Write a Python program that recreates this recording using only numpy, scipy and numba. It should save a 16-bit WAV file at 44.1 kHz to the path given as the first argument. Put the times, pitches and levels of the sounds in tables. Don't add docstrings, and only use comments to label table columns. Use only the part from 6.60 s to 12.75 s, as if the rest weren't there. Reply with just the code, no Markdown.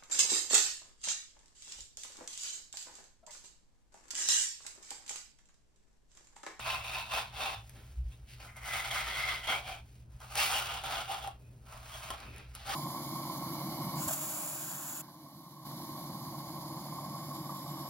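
import sys
import numpy as np
from scipy import signal
from scipy.fft import rfft, irfft, next_fast_len
from scipy.io import wavfile
from scipy.ndimage import uniform_filter1d
from numba import njit

SR = 44100
rng = np.random.default_rng(int(sys.argv[2]) if len(sys.argv) > 2 else 0)


def store_pcm(level_fs):
    pcm = np.round(np.clip(level_fs, -1, 1) * 32767).astype(np.int16)
    wavfile.write(sys.argv[1], SR, np.atleast_2d(pcm).T)


N = 271215
TIME = np.arange(N) / SR
SIZE = next_fast_len(N + SR // 2)
FREQ = np.maximum(np.fft.rfftfreq(SIZE, 1 / SR), 1)


def undb(db):
    return 10 ** (np.asarray(db) / 20)


def unit(x):
    return x / np.sqrt(np.mean(x ** 2))


def shape(x, gain):
    return irfft(rfft(x, SIZE) * gain, SIZE)[..., :N]


def colour(points):
    hz, db = np.transpose(points)
    return undb(np.interp(np.log(FREQ), np.log(hz), db))


def walk(rate_hz):
    return unit(shape(rng.standard_normal(N), 1 / (1 + (FREQ / rate_hz) ** 2)))


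def split(x):
    low, low_and_mid = (1 / (1 + (FREQ / edge_hz) ** 12) for edge_hz in (1700, 5000))
    bands = shape(x, np.array([low, low_and_mid - low, 1 - low_and_mid]))
    return bands / np.sqrt(uniform_filter1d(bands ** 2, size=4000))


@njit
def resonate(x, hz, width, lift):
    y = np.empty(len(x))
    band_state, low_state = 0., 0.
    for i in range(len(x)):
        tuning = np.tan(np.pi * hz[i] / SR)
        loss = width[i] / hz[i] / np.sqrt(lift[i])
        band = (band_state + tuning * (x[i] - low_state)) / (1 + tuning * (tuning + loss))
        band_state = 2 * band - band_state
        low_state += 2 * tuning * band
        y[i] = x[i] + (lift[i] - 1) * loss * band
    return y


def snaps(per_s, spread_db, cluster_db, cluster_hz, hiss):
    clicks = (rng.random(N) < per_s / SR) * rng.choice([-1, 1], N)
    sizes = undb(spread_db * np.minimum(rng.exponential(size=N), 4))
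    grain = unit(clicks * sizes) + hiss * rng.standard_normal(N)
    return unit(grain * undb(cluster_db * walk(cluster_hz)))


def pull():
    # (time [s], attack [s], hold [s], rasp drive [dB], body over rasp [dB], crackle over rasp [dB])
    strokes = [(0, 0.21, 0.0074, -31.5, -3.5, -14.5), (0.054, 0.017, 0.12, -35, -1.5, -16),
               (0.254, 0.033, 0.016, -32.5, -4, -15), (0.32, 0.032, 0.093, -36.5, -2.5, -15),
               (0.437, 0.025, 0.44, -59, -1, -15), (0.547, 0.04, 0.0033, -23.5, 0, -14),
               (0.785, 0.047, 0.13, -36, 0, -15), (0.993, 0.017, 0.41, -68.5, -2.5, -4.5),
               (1.51, 0.067, 0.029, -57, -8, -7.5), (1.6, 0.03, 0.64, -75.5, -1, -4),
               (1.693, 0.021, 0.022, -49, -16, -10.5), (1.802, 0.02, 0.075, -49.5, -0.5, -12),
               (1.962, 0.03, 0.065, -51, 0, -11), (2.065, 0.042, 0.08, -37.5, -2.5, -10.5),
               (2.148, 0.027, 0.026, -30, -2, -11.5), (2.241, 0.014, 0.043, -35, -4.0, -13),
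               (2.321, 0.034, 0.087, -33, -2.5, -12.5), (2.469, 0.041, 0.028, -31, -4, -15.5),
               (2.549, 0.036, 0.11, -35.5, -4, -14), (2.661, 0.019, 0.11, -36, -3.5, -16),
               (2.836, 0.01, 0.004, -34, -6, -15), (2.872, 0.0022, 0.067, -32.5, -3, -21),
               (2.897, 0.017, 0.045, -32.5, 1.5, -13), (3.085, 0.038, 0.0036, -32.5, 0.5, -14),
               (3.352, 0.33, 0.065, -64.5, -8, -4.5), (3.5, 0.026, 0.1, -71.5, 1.5, -3.5),
               (3.611, 0.014, 0.019, -50.5, 5, -7), (3.711, 0.037, 0.047, -45, 1.5, -7.5),
               (3.754, 0.002, 0.011, -35, 1, -10), (3.772, 0.0064, 0.053, -29.5, -5, -9),
               (3.802, 0.014, 0.03, -27, -5.5, -8.5), (3.892, 0.073, 0.11, -32, -1, -8.5),
               (4.045, 0.023, 0.15, -40.5, 0, -13), (4.239, 0.0033, 0.089, -42.5, 2, -11.5),
               (4.284, 0.046, 0.14, -39, 2, -12.5), (4.488, 0.019, 0.073, -39.5, 3.5, -11.5),
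               (4.61, 0.021, 0.035, -43, 5, -11.5), (4.795, 0.016, 0.4, -81.5, -4, 0),
               (5.107, 0.056, 0.075, -52.5, 5.5, -7), (5.236, 0.035, 0.062, -51.5, 1.5, -7.5),
               (5.312, 0.039, 0.11, -49.5, 1.5, -6.5), (5.424, 0.0074, 0.11, -48, 0.5, -9.5),
               (5.578, 0.062, 0.06, -48, 2.5, -16), (5.695, 0.054, 0.16, -60.5, -4.5, -15),
               (5.882, 0.034, 0.17, -66, 1.5, -7), (5.953, 0.0093, 0.085, -52.5, -3.5, -13.5),
               (6.097, 0.038, 0.028, -32, 2.5, -9.5)]
    release_s, trail_s, trail_db = 0.066, 0.063, -31
    power = 0
    for s, attack, hold, rasp_db, body_db, crackle_db in strokes:
        since_hold = TIME - s - hold
        takes_hold = (1 + np.tanh((TIME - s) / attack)) / 2
        lets_go = (1 - np.tanh(since_hold / release_s)) / 2
        trail = undb(trail_db) * np.exp(-np.maximum(since_hold, 0) / trail_s)
        gains = undb(rasp_db + np.array([body_db, 0, crackle_db]))
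        power += np.outer(gains ** 2, takes_hold ** 2 * (lets_go ** 2 + trail ** 2))
    return np.sqrt(power)


def comb_and_hand(slips, firm):
    # (from time [s], hollow [Hz], lift [dB], spine [Hz], lift [dB],
    # tooth [Hz], lift [dB], upper tooth [Hz], lift [dB], finger damping [factor on widths])
    grips = [ (0, 680, 4, 1040, 15, 2630, 13.5, 3670, 9, 1.36),
             (0.48, 765, 2.5, 1040, 11, 2645, 8.5, 3570, 10, 0.97),
             (0.72, 790, 6.5, 1070, 9, 2646, 11, 3590, 12, 0.66),
             (1.68, 730, -2, 1200, 2, 2190, 2, 3430, -4, 0.5),
             (1.871, 740, 2, 1230, 8, 2070, 22, 3420, 1, 2.2),
             (2.05, 770, 5, 1310, 10.5, 2100, 10, 3370, 9.5, 1.57),
             (2.45, 745, 0.5, 1210, 8.5, 2035, 14, 3370, 10.5, 0.88),
             (2.82, 756, 8, 1330, 4.5, 2100, 15, 3240, 19.5, 1.26),
             (2.96, 743, 8, 1240, -1.5, 2360, 11.5, 3270, 10, 1.3),
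             (3.59, 810, 10, 1210, 12.5, 2700, 4.5, 3350, 2, 0.67),
             (3.87, 800, 9, 1190, 9.5, 2760, 6, 3370, 6, 1.3),
             (4.22, 778, 9.5, 1320, 9, 2820, 4, 3440, 8, 0.95),
             (4.46, 780, 18, 1200, 9, 2820, 9, 3430, 9, 0.98),
             (5.04, 665, 7.5, 1160, 14, 2630, 0.5, 3270, 1.5, 1.3),
             (5.58, 710, -7, 1140, 3.5, 2430, 4, 3280, -4, 1.6),
             (5.945, 805, 8, 1180, 7.5, 2420, -13, 3380, 2.5, 0.46)]
    # (hollow [Hz], spine [Hz], tooth [Hz], upper tooth [Hz])
    ring_widths = [160, 400, 260, 520]
    held = np.searchsorted([row[0] for row in grips[1:]], TIME)
    steps = np.array(grips, float)[held, 1:].T
    *rings, damping = uniform_filter1d(steps, size=1300)
    for hz, lift_db, width in zip(rings[0::2], rings[1::2], ring_widths):
        wander = 1 + .017 * walk(18)
        press_db = 2.5 * walk(20)
        slips = resonate(slips, hz * wander, width * damping, undb((lift_db + press_db) * firm))
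    return slips


def combing(body_db, rasp_db, crackle_db):
    # (frequency [Hz], level [dB])
    strand_eq = [(100, -20.5), (210, -11), (380, -10), (510, -4.5), (700, 4.5), (920, 0), (1480, 0),
                 (1780, -7.5), (2500, -4.5), (3800, -8.5), (5500, -5), (8000, -1.5), (11000, -7.5),
                 (15500, -5.5)]
    # (body [dB], rasp [dB], crackle [dB])
    loose_db = [-10.5, -11.5, -6]
    strand_tone = colour(strand_eq)
    slips = snaps(per_s=3600, spread_db=3.4, cluster_db=1.6, cluster_hz=70, hiss=.5)
    envelopes = pull()
    firm = envelopes[1] > undb(-66.5)
    ringing = comb_and_hand(shape(slips, strand_tone), firm)
    comb = undb([body_db, rasp_db, crackle_db]) @ (envelopes * split(ringing))
    loose_hairs = []
    for _ in "LR":
        hairs = snaps(per_s=3000, spread_db=2.6, cluster_db=1.1, cluster_hz=90, hiss=.8)
        loose_hairs.append(undb(loose_db) @ (envelopes * split(shape(hairs, strand_tone))))
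    return comb, np.array(loose_hairs)


def fan(air_db, waver_db):
    # (frequency [Hz], relative level [dB])
    air_eq = [(25, -25), (40, 2.5), (58, 10), (80, 2), (100, -15), (125, 6.5), (150, -19), (300, -16),
              (700, -24), (2000, -37.5), (15000, -76)]
    # (frequency [Hz], level [dB])
    partials = [(60, -59.5), (120, -59), (208, -74)]
    mid, side = rng.standard_normal((2, N))
    side = shape(side, np.minimum(FREQ / 700, 1))
    air = unit(shape(mid + np.array([side, -side]), colour(air_eq)))
    hum = 0
    for hz, db in partials:
        amplitude = np.sqrt(2) * undb(db + waver_db * walk(39))
        hum += amplitude * np.sin(2 * np.pi * hz * TIME + 0.65 * walk(15))
    return undb(air_db) * air + hum


def tooth_squeaks():
    # (centre [s], half length [s], pitch at centre [Hz], glide [Hz/s], width [Hz], level [dB])
    squeaks = [(0.11, 0.08, 2590, 0, 130, -50), (0.352, 0.07, 2625, 0, 130, -50),
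               (0.561, 0.039, 2590, 0, 130, -43), (1.99, 0.1, 2130, -150, 161, -74),
               (2.14, 0.093, 2043, 197, 150, -46), (2.37, .09, 2088, -3, 170, -44),
               (2.64, 0.11, 2111, 0, 149, -41.5), (2.93, 0.031, 2218, 2198, 140, -39),
               (3.799, 0.022, 2724, 3998, 300, -37), (3.96, 0.028, 2857, 500, 200, -39),
               (4.15, 0.086, 2870, -500, 160, -53), (4.86, 0.064, 2520, -300, 150, -79),
               (5.342, 0.017, 3355, 0, 140, -51), (5.73, 0.11, 2525, 0, 260, -62)]
    out = np.zeros(N)
    for s, half, hz, glide, width_hz, db in squeaks:
        near = abs(TIME - s) < 3 * half
        t = TIME[near] - s
        lowpass = signal.butter(2, width_hz / 2, fs=SR, output="sos")
        slip = signal.sosfilt(lowpass, rng.standard_normal((2, N)))[:, near]
        phase = 2 * np.pi * (hz * t + glide * t ** 2 / 2)
        ring = unit(slip[0] * np.cos(phase) + slip[1] * np.sin(phase))
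        out[near] += undb(db) * ring * np.exp(-(t / half) ** 2)
    return out


def thuds_and_swell():
    # (time [s], pitch [Hz], peak level [dB], rise [s])
    low_tones = [(0.96, 111, -41, 0.021), (1.363, 130, -48, 0.043), (1.364, 61.7, -30, 0.035),
                 (1.437, 57.2, -30, 0.026), (2.332, 56.85, -45.5, 0.14), (5.665, 114, -49, 0.028),
                 (5.744, 65, -41, 0.017)]
    out = 0
    for s, hz, db, rise in low_tones:
        t = np.maximum(TIME - s, 0)
        envelope = (t / rise * np.exp(1 - t / rise)) ** 2
        out += undb(db) * envelope * np.sin(2 * np.pi * hz * t)
    return out


def comb_ticks(crack_s, tear_s):
    # (time [s], ring [dB], crack [dB], tear [dB], pop [dB])
    knocks = [(1.095, -64, -41, -62, -75), (1.9675, -47, -42, -51, -52), (2.874, -35, -38, -41, -37),
              (3.603, -52, -45, -56, -56), (3.7552, -37, -26, -37, -45), (3.7765, -44, -26, -34, -52),
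              (3.887, -44, -29, -40, -50), (4.2371, -38, -39, -45, -34), (4.414, -33, -45, -44, -35),
              (4.513, -34, -47, -46, -30.5), (4.557, -44, -52, -56, -38), (4.641, -42, -50, -55, -37),
              (4.6747, -35, -40, -47, -30), (5.5042, -23.5, -32, -39, -38), (5.538, -32, -46, -56, -44),
              (5.603, -70, -41, -60, -75), (5.762, -66, -44, -62, -75), (5.782, -49, -42, -57, -60),
              (5.951, -66, -33, -44, -75)]
    # (frequency [Hz], relative level [dB], T60 [s])
    modes = [(890, -3, 0.36), (1100, 15, 0.088), (1364, 13.5, 0.038), (1930, 17, 0.0073),
             (3300, 21.5, 0.0084)]
    # (frequency [Hz], gain [dB])
    crack_eq = [(100, -22), (400, -10), (700, -1), (1200, -4), (2500, -2), (5000, -2.5), (9000, 1.5),
                (12000, -1), (15500, -13)]
    hollow_hz, pop_swell_s, pop_t60_s = 807, .001, .04
    rings, cracks = np.zeros((2, N + SR))
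    t = TIME[:SR // 8]
    for s, ring_db, crack_db, tear_db, pop_db in knocks:
        detune = 1 + .025 * rng.standard_normal(len(modes))
        ring = sum(undb(db - 60 * t / t60) * np.sin(2 * np.pi * hz * ratio * t)
                   for (hz, db, t60), ratio in zip(modes, detune))
        pop_envelope = undb(pop_db - 60 * t / pop_t60_s) * np.tanh(t / pop_swell_s)
        pop = pop_envelope * np.sin(2 * np.pi * hollow_hz * detune[0] * t)
        crack = rng.choice([-1, 1], len(t)) * np.exp(-t / crack_s)
        tear = rng.laplace(size=len(t)) * np.exp(-t / tear_s)
        start = int(s * SR)
        rings[start:start + len(t)] += undb(ring_db) * ring / abs(ring).max() + pop
        cracks[start:start + len(t)] += undb(crack_db) * crack + undb(tear_db) * tear
    return rings[:N] + shape(cracks[:N], colour(crack_eq))


def sleeve_rubs():
    # (centre [s], half length [s], rub [dB], rustle [dB])
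    passes = [(1.184, 0.05, -62.5, -68), (1.265, 0.057, -83, -76), (4.887, 0.19, -67.5, -104),
              (5.685, 0.082, -58, -70), (5.793, 0.057, -64, -62.5)]
    # (frequency [Hz], relative level [dB])
    rub_eq = [(60, -16), (140, -13), (380, -15.5), (600, -20), (900, -30), (3000, -35.5)]
    # (frequency [Hz], relative level [dB])
    rustle_eq = [(200, -19), (600, -4), (1200, 4), (2300, 2), (3500, 1), (7000, -20), (15000, -33)]
    grain = snaps(per_s=1600, spread_db=1.5, cluster_db=1.5, cluster_hz=30, hiss=0.27)
    rub = unit(shape(grain, colour(rub_eq)))
    rustle = unit(shape(grain, colour(rustle_eq)))
    return sum((undb(rub_db) * rub + undb(rustle_db) * rustle) * np.exp(-((TIME - s) / half) ** 2)
               for s, half, rub_db, rustle_db in passes)


def bathroom(x, shared_db, diffuse_db, early_t60_s, room_t60_s):
    # (frequency [Hz], lead of the left [rad])
    stereo_phase = [(0, 0), (780, .4), (1100, -.2), (2400, .7), (5200, .4), (6900, 2.9), (8100, 3.4),
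                    (9700, 6.1), (11200, 6.3), (12700, 9.1), (14400, 9.7), (15800, 12.2)]
    t = TIME[:SR // 2]
    fade = (undb(-60 * t / early_t60_s) + undb(-60 * t / room_t60_s)) * (t > .001)
    tails = rng.standard_normal((3, len(t))) * fade
    tails /= np.linalg.norm(tails, axis=1, keepdims=True)
    tails = rfft(tails, SIZE) * colour([(4000, 0), (7000, -8)])
    phase = np.interp(FREQ, *np.transpose(stereo_phase))
    widen = np.exp(.5j * np.array([phase, -phase]))
    response = widen * (1 + undb(shared_db) * tails[0]) + undb(diffuse_db) * tails[1:]
    power = abs(response) ** 2
    flatten = np.sqrt(uniform_filter1d(power, size=24000) / uniform_filter1d(power, size=900))
    return shape(x, response * flatten)


def scene():
    comb, loose_hairs = combing(body_db=-4.0, rasp_db=-3.0, crackle_db=6.0)
    near = comb + comb_ticks(crack_s=.0013, tear_s=.005) + tooth_squeaks() + sleeve_rubs()
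    room = bathroom(near, shared_db=-5.0, diffuse_db=-1.8, early_t60_s=.035, room_t60_s=0.18)
    return room + loose_hairs + thuds_and_swell() + fan(air_db=-57.0, waver_db=3.5)


def record(dry):
    return signal.sosfilt(signal.ellip(10, .2, 70, 15900, fs=SR, output="sos"), dry)


dry = scene()
out = record(dry)
store_pcm(out)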